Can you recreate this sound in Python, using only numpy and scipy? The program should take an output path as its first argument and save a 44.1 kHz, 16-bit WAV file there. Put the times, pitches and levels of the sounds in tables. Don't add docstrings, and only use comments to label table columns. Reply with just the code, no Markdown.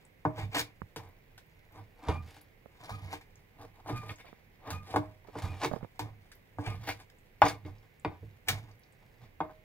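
import sys
import numpy as np
from scipy import signal
from scipy.fft import rfft, irfft, next_fast_len
from scipy.io import wavfile
from scipy.ndimage import uniform_filter1d, map_coordinates

SR = 44100
rng = np.random.default_rng(int(sys.argv[2]) if len(sys.argv) > 2 else 0)


def linear_from_db(decibels):
    return 10 ** (np.asarray(decibels, float) / 20)


def digitize_waveform(pressure):
    field = np.atleast_2d(pressure).T
    bounded = np.clip(field, -1, 1)
    quanta = np.round(bounded * 32767).astype(np.int16)
    wavfile.write(sys.argv[1], SR, quanta)


N = 425104
T = np.arange(N) / SR

# (pitch [Hz], level [dB], time to fall 60 dB [s])
BOARD_LOW_MODES = [(159.2, -10.5, 0.17), (304.9, -2, 0.19), (355.3, -7.5, 0.13), (452, -1.5, 0.076),
                   (601.6, -10.5, 0.13)]
BOARD_MID_MODES = [(706, -12.5, 0.1), (796, 0, 0.07), (862, -0.5, 0.062), (976.4, 0.5, 0.035),
                   (1067, -6, 0.049), (1168, -13.5, 0.099), (1330, -15, 0.0335), (1491, -9.5, 0.045),
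                   (1680, -16.5, .06)]
BLADE_MODES = [(1962, -2.5, 0.057), (2169, -4.5, 0.11), (2190, -8, 0.067), (2350, 0.5, 0.048),
               (2576, -3.5, 0.044), (2793, -8, 0.061), (3284, -7.5, 0.04), (3575, -5, 0.042),
               (4580, -9, 0.034), (5320, -16.5, .03)]
# (pitch [Hz], level [dB], time to fall 60 dB [s])
STEEL_MODES = [(4500, -7, .05), (4900, 0, .08), (5720, -7, .05), (6600, -5, .06), (7600, -9, .04),
               (8700, -4, .05), (10200, -8, .04), (11300, -7, .04)]
# (frequency [Hz], level [dB per Hz])
HISS_COLOUR = [(900, -24), (1600, 1.5), (2300, -9), (3600, -5), (6000, -11), (9000, -16.5), (12500, -17.5),
               (15700, -17.5), (16200, -42)]


def colour(x, points):
    hz, db = np.transpose(points)
    size = 2 * next_fast_len(N // 2 + 1)
    f = np.maximum(np.arange(size // 2 + 1) * SR / size, 1)
    gain = linear_from_db(np.interp(np.log(f), np.log(hz), db))
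    y = irfft(rfft(x, size) * gain, size)[:N]
    return y / np.std(y)


def fade(t60, size):
    return np.exp(-np.log(1000) * np.arange(size) / SR / t60)


def ring(modes, spot=0, rise_s=0.00013):
    t = T[:SR // 3]
    hz, db, t60 = np.transpose(modes)[:, :, None]
    spot = np.reshape(spot, (-1, 1))[:len(modes)]
    share = linear_from_db(db + 2.5 * spot)
    shifted_hz = hz * (1 + 0.02 * spot[::-1])
    h = np.sum(share * fade(t60, len(t)) * np.sin(2 * np.pi * shifted_hz * t), axis=0)
    h = h * np.sin(np.pi / 2 * np.minimum(t / rise_s, 1)) ** 2
    return h / np.max(np.abs(h))


def through(x, h):
    return signal.fftconvolve(x, h)[:N]


def add(track, s, piece):
    i = int(s * SR)
    track[..., i:i + piece.shape[-1]] += piece[..., :N - i]


def walk(rate):
    k = int(SR / rate)
    steps = np.repeat(rng.standard_normal(N // k + 1), k)
    smooth = uniform_filter1d(uniform_filter1d(steps, k), k)[:N]
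    return smooth / np.std(smooth)


def swells(rows):
    s, rise, fall, *columns = np.transpose(rows)[:, :, None]
    t = np.arange(0, N / SR + .01, .001)
    away = np.where(t < s, (s - t) / rise, (t - s) / fall)
    return linear_from_db(-2 * 30.5 * np.minimum(away, 10) ** 1.2), columns


def per_sample(x):
    return np.interp(T * 1000, np.arange(len(x)), x)


def summed(power, db):
    return per_sample(np.sqrt(np.sum(power * linear_from_db(2 * db), axis=0)))


def turning(hz, wobble, rate):
    return 2 * np.pi * np.cumsum(hz * (1 + wobble * walk(rate))) / SR


def pair(x, lag_s, pan_db, order=3):
    late = np.arange(N) - lag_s * SR * (1 + 0.56 * walk(4))
    left = x * linear_from_db(pan_db / 2)
    right = map_coordinates(x, [late], order=order) * linear_from_db(-pan_db / 2)
    return np.array([left, right])


def air():
    # (frequency [Hz], level [dB per Hz])
    air_colour = [(15, -20.5), (25, 6), (45, -6), (100, -3.5), (160, -7), (300, -13.5), (480, -10),
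                  (620, -16.5), (1300, -23.5), (2100, -13.5), (3200, -26.5), (5000, -35.5), (9000, -42.5),
                  (12000, -35.5), (15700, -30.5), (16100, -57.5)]
    # (frequency [Hz], likeness [-1 to 1])
    likeness = [(60, 0.82), (130, 0.84), (290, -0.27), (640, -0.093), (1410, -0.59), (3100, -0.44),
                (6820, -0.0018), (15000, -0.15)]
    hz, alike = np.transpose(likeness)
    parts = []
    for sign in (1, -1):
        noise = colour(rng.standard_normal(N), air_colour)
        parts.append(colour(noise, np.transpose([hz, 10 * np.log10(1 + sign * alike)])))
    mid, side = parts
    left = linear_from_db(-1.5) * (mid + linear_from_db(-7.5) * side)
    right = linear_from_db(1.0) * (mid - linear_from_db(-4) * side)
    return linear_from_db(-62.5) * np.array([left, right])


def kitchen(x):
    out = []
    for noise in rng.standard_normal((2, SR // 2)):
        low = signal.lfilter([.25], [1, -.75], noise)
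        treble = noise - low
        h = low * fade(0.18, len(low)) + treble * fade(0.13, len(low)) * linear_from_db(5.5)
        h = h * np.minimum(1, T[:len(h)] / 0.0031)
        out.append(through(x, h / np.sqrt(np.sum(h ** 2))))
    return np.array(out)


def taps():
    # (time [s], level before filter and doubling [dB], pitch [Hz], bump relative to the tap [dB],
    #  left relative to right [dB], time to fall 60 dB [s])
    finger_taps = [(0.818, -27, 1113, -5, -31, 0.004), (2.659, -40.5, 517, -8, -30, 0.016),
                   (4.199, -51, 1250, -4, -7, 0.036), (4.246, -45, 705, -15, -28, 0.093),
                   (4.289, -47, 572, -21, -24, 0.031), (4.329, -37.5, 350, -11, -24, 0.0092),
                   (5.248, -49.5, 898, -14, -20, 0.057), (5.286, -42, 416, -10, -26, 0.074),
                   (5.7137, -30, 612.5, 0, -18, 0.13), (5.7362, -26, 570, -1, -26, 0.056),
                   (5.762, -31.5, 463, -4, -24, 0.067), (5.809, -45, 784, -4, -19, 0.061),
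                   (5.829, -38.5, 485, 8, -18, 0.05), (5.847, -33, 503, -7, -27, 0.018)]
    out, t = np.zeros((2, N)), T[:4096]
    size = len(t)
    dull = signal.butter(4, 1700, fs=SR, output="sos")
    fleshy = signal.butter(2, [180, 800], "band", fs=SR, output="sos")
    chance = rng.standard_normal((len(finger_taps), size))
    for (s, db, hz, bump_db, pan_db, t60), noise in zip(finger_taps, chance):
        tick = -(0.75 * fade(0.004, size) + 0.33 * fade(t60, size)) * np.cos(2 * np.pi * hz * t)
        lumps = 1.83 * fade(t60 + 0.01, size) * signal.sosfilt(fleshy, noise)
        bump = linear_from_db(bump_db) * fade(0.032, size) * np.sin(2 * np.pi * 170 * t)
        gains = 2 * linear_from_db(db + np.array([[pan_db], [0]]))
        add(out, s, gains * signal.sosfilt(dull, tick + lumps + bump))
    return out


def boom():
    # (peak time [s], rise [s], fall [s], level [dB], pitch [Hz])
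    pushes = [(.276, 0.035, .1, -36.5, 105.3), (.444, 0.16, .17, -38, 100.3),
              (.6, 0.069, .16, -47.5, 108.2), (.834, 0.021, .05, -43, 92), (.998, 0.065, .2, -47.5, 94.8),
              (1.82, 0.2, .14, -52, 105), (2.095, 0.029, 0.063, -29, 78.5),
              (2.145, 0.068, .2, -35.5, 82.66), (2.81, 0.036, .2, -58.5, 108.8),
              (2.925, .025, .11, -37.5, 104.1), (3.046, 0.11, .25, -45.5, 97.6),
              (3.61, 0.042, .28, -55.5, 96.56), (3.862, 0.029, .2, -51.5, 100), (3.938, .06, .2, -37, 106),
              (4.114, 0.12, .07, -43.5, 101.4), (4.74, 0.089, .19, -38, 100),
              (4.984, 0.096, .1, -36, 101.8), (5.09, 0.11, .18, -50.5, 99.14),
              (5.276, 0.069, .07, -61.5, 112.1), (5.385, 0.067, .15, -46.5, 103),
              (5.447, 0.033, 0.092, -31.5, 100), (5.5, 0.058, .16, -37, 100),
              (5.684, 0.17, .12, -45.5, 120.9), (5.84, 0.13, .04, -46.5, 111.2),
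              (6.02, .04, .26, -43, 101.9), (6.604, .045, .05, -38, 97.8),
              (6.685, .025, 0.0916, -31.5, 100), (6.755, 0.11, 0.21, -41.5, 97.8),
              (6.902, 0.13, .17, -46, 105), (7.442, 0.028, .07, -31.5, 97.7), (7.49, 0.043, .3, -48, 100),
              (7.654, .04, .22, -43.5, 97), (8.076, 0.056, .14, -43.5, 99), (8.244, 0.059, .18, -45.5, 100),
              (8.515, 0.047, .15, -35, 98.9), (8.6, 0.075, .3, -49, 99.3), (9.24, 0.071, .12, -52, 103.8),
              (9.442, .12, .2, -54, 84.5)]
    power, (db, hz) = swells(pushes)
    power = power * linear_from_db(2 * db)
    rest, rest_hz = linear_from_db(2 * -74), 100
    total = np.sum(power, axis=0) + rest
    pitch = per_sample((np.sum(power * hz, axis=0) + rest * rest_hz) / total)
    tone = np.sqrt(2) * np.sin(turning(pitch, wobble=0.061, rate=17))
    rumble = colour(rng.standard_normal(N),
                    [(20, -6.5), (45, -8.5), (100, 4), (160, -4.0), (240, -13.5), (500, -55)])
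    return per_sample(np.sqrt(total)) * (tone + linear_from_db(-4.0) * rumble)


def smacks():
    # (time [s], level, set 1.5 dB lower before filtering [dB], pitch [Hz], time to fall 60 dB [s])
    releases = [(0.0513, -42.5, 8340, 0.012), (1.0497, -58, 7700, 0.041), (1.0888, -56, 13700, 0.03),
                (1.4636, -57, 13740, 0.03), (1.7218, -54, 13900, 0.029), (2.414, -39, 12800, 0.013),
                (3.356, -44, 6420, 0.024), (4.158, -46.5, 6640, 0.054), (4.8424, -57, 4340, 0.03),
                (6.352, -48, 15000, 0.034), (7.1852, -53, 8400, 0.03), (7.7816, -52, 4850, 0.047),
                (7.9967, -49, 8400, 0.025), (8.712, -47, 4940, 0.038), (8.794, -55, 10970, 0.039),
                (8.835, -47.5, 4840, 0.033), (8.9231, -56.5, 8280, 0.047), (9.2237, -60, 4320, 0.021)]
    out = np.zeros(N)
    for (s, db, hz, t60), noise in zip(releases, rng.standard_normal((len(releases), 4096))):
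        band = signal.butter(2, [hz * 0.84, hz * 1.14], "band", fs=SR, output="sos")
        add(out, s, linear_from_db(db - 1.5) * signal.sosfilt(band, noise) * fade(t60, len(noise)))
    return out


def squeak():
    # (peak time [s], rise [s], fall [s], tone level before flutter [dB], octave level before flutter [dB])
    slips = [(2.125, 0.033, 0.15, -47.5, -55), (2.955, 0.1, 0.1, -55, -62),
             (3.964, 0.078, 0.19, -49, -55.5), (4.11, 0.066, 0.023, -49, -60),
             (4.74, 0.056, 0.14, -45, -57), (5.466, .07, 0.13, -52, -57), (6.69, 0.064, .13, -47, -59)]
    power, (db, octave_db) = swells(slips)
    grip = per_sample(np.max(power, axis=0) ** .15)
    pitch = 1225 - 40 * (1 - grip)
    phase = turning(pitch, wobble=0.01, rate=70)
    tone = linear_from_db(4 * walk(50)) * summed(power, db) * np.sin(phase)
    octave = linear_from_db(4 * walk(50)) * summed(power, octave_db) * np.sin(2 * phase)
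    return np.sqrt(2) * (tone + octave)


def drag():
    # (peak time [s], rise [s], fall [s], board level [dB], blade level [dB], hiss level [dB])
    scrapes = [(.29, 0.023, 0.19, -49.5, -73, -88), (.362, 0.014, .15, -52, -56, -63),
               (.386, 0.061, 0.16, -50, -52.5, -59), (.552, 0.033, 0.12, -33, -33, -43.5),
               (.595, 0.069, 0.049, -45, -50, -33.5), (.99, 0.02, .2, -52, -64, -71),
               (1.785, 0.13, 0.068, -52.5, -66, -67.5), (2.03, 0.026, 0.3, -53, -65, -66),
               (2.07, 0.086, 0.048, -45, -59, -64), (2.095, 0.12, 0.16, -39.5, -52, -58.5),
               (2.32, 0.21, 0.23, -66.5, -66, -65), (2.84, 0.054, 0.094, -50.5, -67, -62),
               (2.9, 0.23, 0.21, -53, -55.5, -61), (3.125, 0.25, 0.11, -50.5, -53, -57.5),
               (3.625, 0.086, .08, -49.5, -70, -66), (3.8, 0.12, 0.029, -58, -74, -73.5),
               (3.9, 0.06, 0.082, -37.5, -50, -54), (3.96, 0.092, 0.14, -52.5, -56.5, -59),
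               (4.108, 0.18, 0.066, -49.5, -56, -56.5), (4.2, 0.065, 0.049, -66, -60, -65),
               (4.27, 0.054, 0.17, -65.5, -61.5, -70), (4.685, 0.078, 0.095, -39.5, -51, -59),
               (4.71, 0.041, .14, -49, -56, -56), (4.88, 0.087, 0.19, -51.5, -59, -59),
               (4.93, 0.083, 0.036, -47.5, -53, -56.5), (4.99, 0.033, 0.16, -44.5, -63, -66),
               (5.275, 0.065, 0.1, -62, -72, -77), (5.38, 0.072, 0.45, -46, -54.5, -57.5),
               (5.44, 0.086, 0.2, -55, -66, -75), (5.6, 0.12, .05, -56, -60, -61),
               (5.64, 0.064, 0.083, -37.5, -44.5, -46), (5.735, 0.068, 0.11, -57, -64, -63.5),
               (5.845, 0.083, 0.02, -55, -61, -72), (6.02, 0.036, 0.17, -50, -61, -66),
               (6.318, 0.0089, 0.031, -71, -56, -78), (6.6, 0.022, .1, -48, -59, -61),
               (6.66, 0.065, 0.17, -45, -49, -55.5), (6.84, 0.093, 0.091, -53.5, -56, -59.5),
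               (6.888, 0.039, 0.091, -42, -42, -44.5), (7.0, 0.031, 0.068, -60, -67, -63),
               (7.432, .012, 0.13, -26.5, -39.5, -48), (7.48, 0.065, 0.065, -52, -38.5, -42),
               (7.664, 0.025, 0.17, -58, -74.5, -69.5), (8.08, 0.031, 0.13, -47, -60, -76),
               (8.497, 0.04, 0.16, -44, -47.5, -50), (8.69, .08, 0.07, -59.5, -66.5, -74),
               (9.035, .04, 0.039, -68, -74, -89.5), (7.83, .04, 0.066, -68, -75, -79.5),
               (9.245, .07, .07, -62, -70, -70), (9.435, .03, 0.12, -45.5, -73, -84)]
    # (board level [dB], blade level [dB], hiss level [dB])
    rubbing = (-79, -86, -83)
    power, dbs = swells(scrapes)
    fidget = 1.4 * walk(11)
    board, blade, hiss = (np.hypot(summed(power, db), linear_from_db(rest_db + fidget))
                          for db, rest_db in zip(dbs, rubbing))
    shaken = (
        (BOARD_LOW_MODES, board * linear_from_db(-4), .002),
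        (BOARD_MID_MODES, board, .0008),
        (BLADE_MODES, blade, .0004),
        (STEEL_MODES, hiss * linear_from_db(-8.5), .0003),
    )
    out, lumps = 0, walk(70)
    damping = fade(.14, SR // 3)
    for modes, gain, rise_s in shaken:
        uneven_db = 2.35 * rng.exponential(size=N) + 2.7 * lumps
        grains = rng.standard_normal(N) * linear_from_db(uneven_db)
        h = ring(modes, rise_s=rise_s) * damping
        out = out + through(grains * gain, h) / np.std(grains) / np.sqrt(np.sum(h ** 2))
    flicker = linear_from_db(1.7 * lumps + 4.9 * walk(400))
    return out + hiss * flicker * colour(rng.standard_normal(N), HISS_COLOUR)


def knocks():
    contacts = [(0.251, -15, -5.5, -24.5, -42.5, 0.0066), (0.379, -32.5, -6, -31, -31.5, 0.043),
                (0.545, -40, -26, -2, -14, .04), (0.961, -34, -2, -6, -8, 0.044),
                (1.378, -52.5, -12, -4, 2, 0.0088), (2.085, -26, 4, -11.5, -18, 0.028),
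                (2.365, -48.5, -7.5, -13, -9, 0.043), (2.893, -30, -38, -33, -19.5, 0.15),
                (3.128, -30.5, -11, -11, -13.5, 0.039), (3.211, -51, -13, -2, -8.5, 0.05),
                (3.86, -39, -11, -23, -24, 0.061), (3.899, -36, 4, -8, -35, 0.026),
                (4.093, -37.5, -10, 3, -33, 0.048), (4.031, -44, 0, -30, -30, 0.02),
                (4.672, -38.5, -7, -28, -30, 0.043), (4.704, -38.5, -16, -14, -1, 0.043),
                (4.94, -22, -3.5, -26, -31, 0.012), (4.96, -14, -6.5, -18.5, -25, 0.01),
                (5.354, -32, 0, -28, -32, 0.015), (5.421, -37.5, -24, -11, -11.5, 0.1),
                (5.616, -28.5, -36, -8, -19, 0.029), (5.634, -26.5, -6, -12, -13.5, 0.018),
                (5.646, -20, -6, -8.5, -18.5, 0.021), (5.993, -25.5, -13, -10, -13.5, 0.033),
                (6.317, -63.5, -14, 2, 13, 0.019), (6.585, -26.5, -6, -28, -36, 0.016),
                (6.662, -32.5, -12, -3.5, -18, 0.03), (6.875, -29, -11.5, -14, -18.5, 0.026),
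                (6.89, -26, -30, -4, -23, 0.036), (7.4183, -3, -27, -15.5, -50, 0.028),
                (7.65, -51.5, 12.5, 3, -43, 0.06), (8.048, -20.5, -5, -9, -57, 0.02),
                (8.226, -57, 13.5, -14.5, -29.5, 0.037), (8.476, -39.5, -2, -7, -9, 0.014),
                (8.484, -30.5, -15, 9.5, 7.5, 0.04), (9.215, -55, -26.5, -17, -14, 0.065),
                (9.404, -18.5, -10.5, -22.5, -60, 0.03)]
    # (time [s], level [dB])
    clinks = [(4.7047, -39.5), (7.451, -32), (7.4809, -28)]
    # (time [s], level [dB])
    bowl_hums = [(.255, -42), (4.965, -45), (9.408, -45.5)]
    # (pitch [Hz], level before scaling to peak 1 [dB], time to fall 60 dB [s])
    bowl_modes = [(626, 0, 0.43)]
    out, splash = np.zeros(N), np.zeros(N)
    chance = rng.standard_normal((len(contacts), 8192))
    for (s, db, low_db, high_db, wet_db, t60), noise in zip(contacts, chance):
        size = len(noise)
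        rattle = .45 * noise * fade(t60, size) / np.sqrt(t60 * SR / (2 * np.log(1000)))
        rattle[0] = 1
        struck = (
            (BOARD_LOW_MODES, low_db, .005),
            (BOARD_MID_MODES, 0, .0019),
            (BLADE_MODES, high_db, .0006),
        )
        for modes, share_db, rise_s in struck:
            rung = through(rattle, ring(modes, noise[-10:], rise_s))
            add(out, s, linear_from_db(db + share_db) * rung / np.max(np.abs(rung)))
        wet = linear_from_db(db + wet_db) * fade(t60 + 0.062, size)
        crack = linear_from_db(db + high_db - 14.5) * fade(0.014, size)
        add(splash, s, wet + crack)
    for (s, db), noise in zip(clinks, rng.standard_normal((len(clinks), 4096))):
        rung = through(noise * fade(0.033, len(noise)), ring(STEEL_MODES, noise[-10:]))
        add(out, s, linear_from_db(db) * rung / np.max(np.abs(rung)))
    for s, db in bowl_hums:
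        add(out, s, linear_from_db(db) * ring(bowl_modes, rise_s=0.023))
    return out + splash * colour(rng.standard_normal(N), HISS_COLOUR)


def scene():
    cut = knocks() + drag() + smacks() + squeak()
    direct = pair(cut, lag_s=.00009, pan_db=0.26)
    echo = linear_from_db(-6.0) * kitchen(cut)
    counter = pair(boom(), lag_s=.0001, pan_db=-4.0, order=1)
    return direct + echo + counter + taps() + air()


def roll_off(x):
    return signal.sosfilt(signal.butter(12, 16490, fs=SR, output="sos"), x)


def record(dry):
    return roll_off(dry)


dry = scene()
out = record(dry)
digitize_waveform(out)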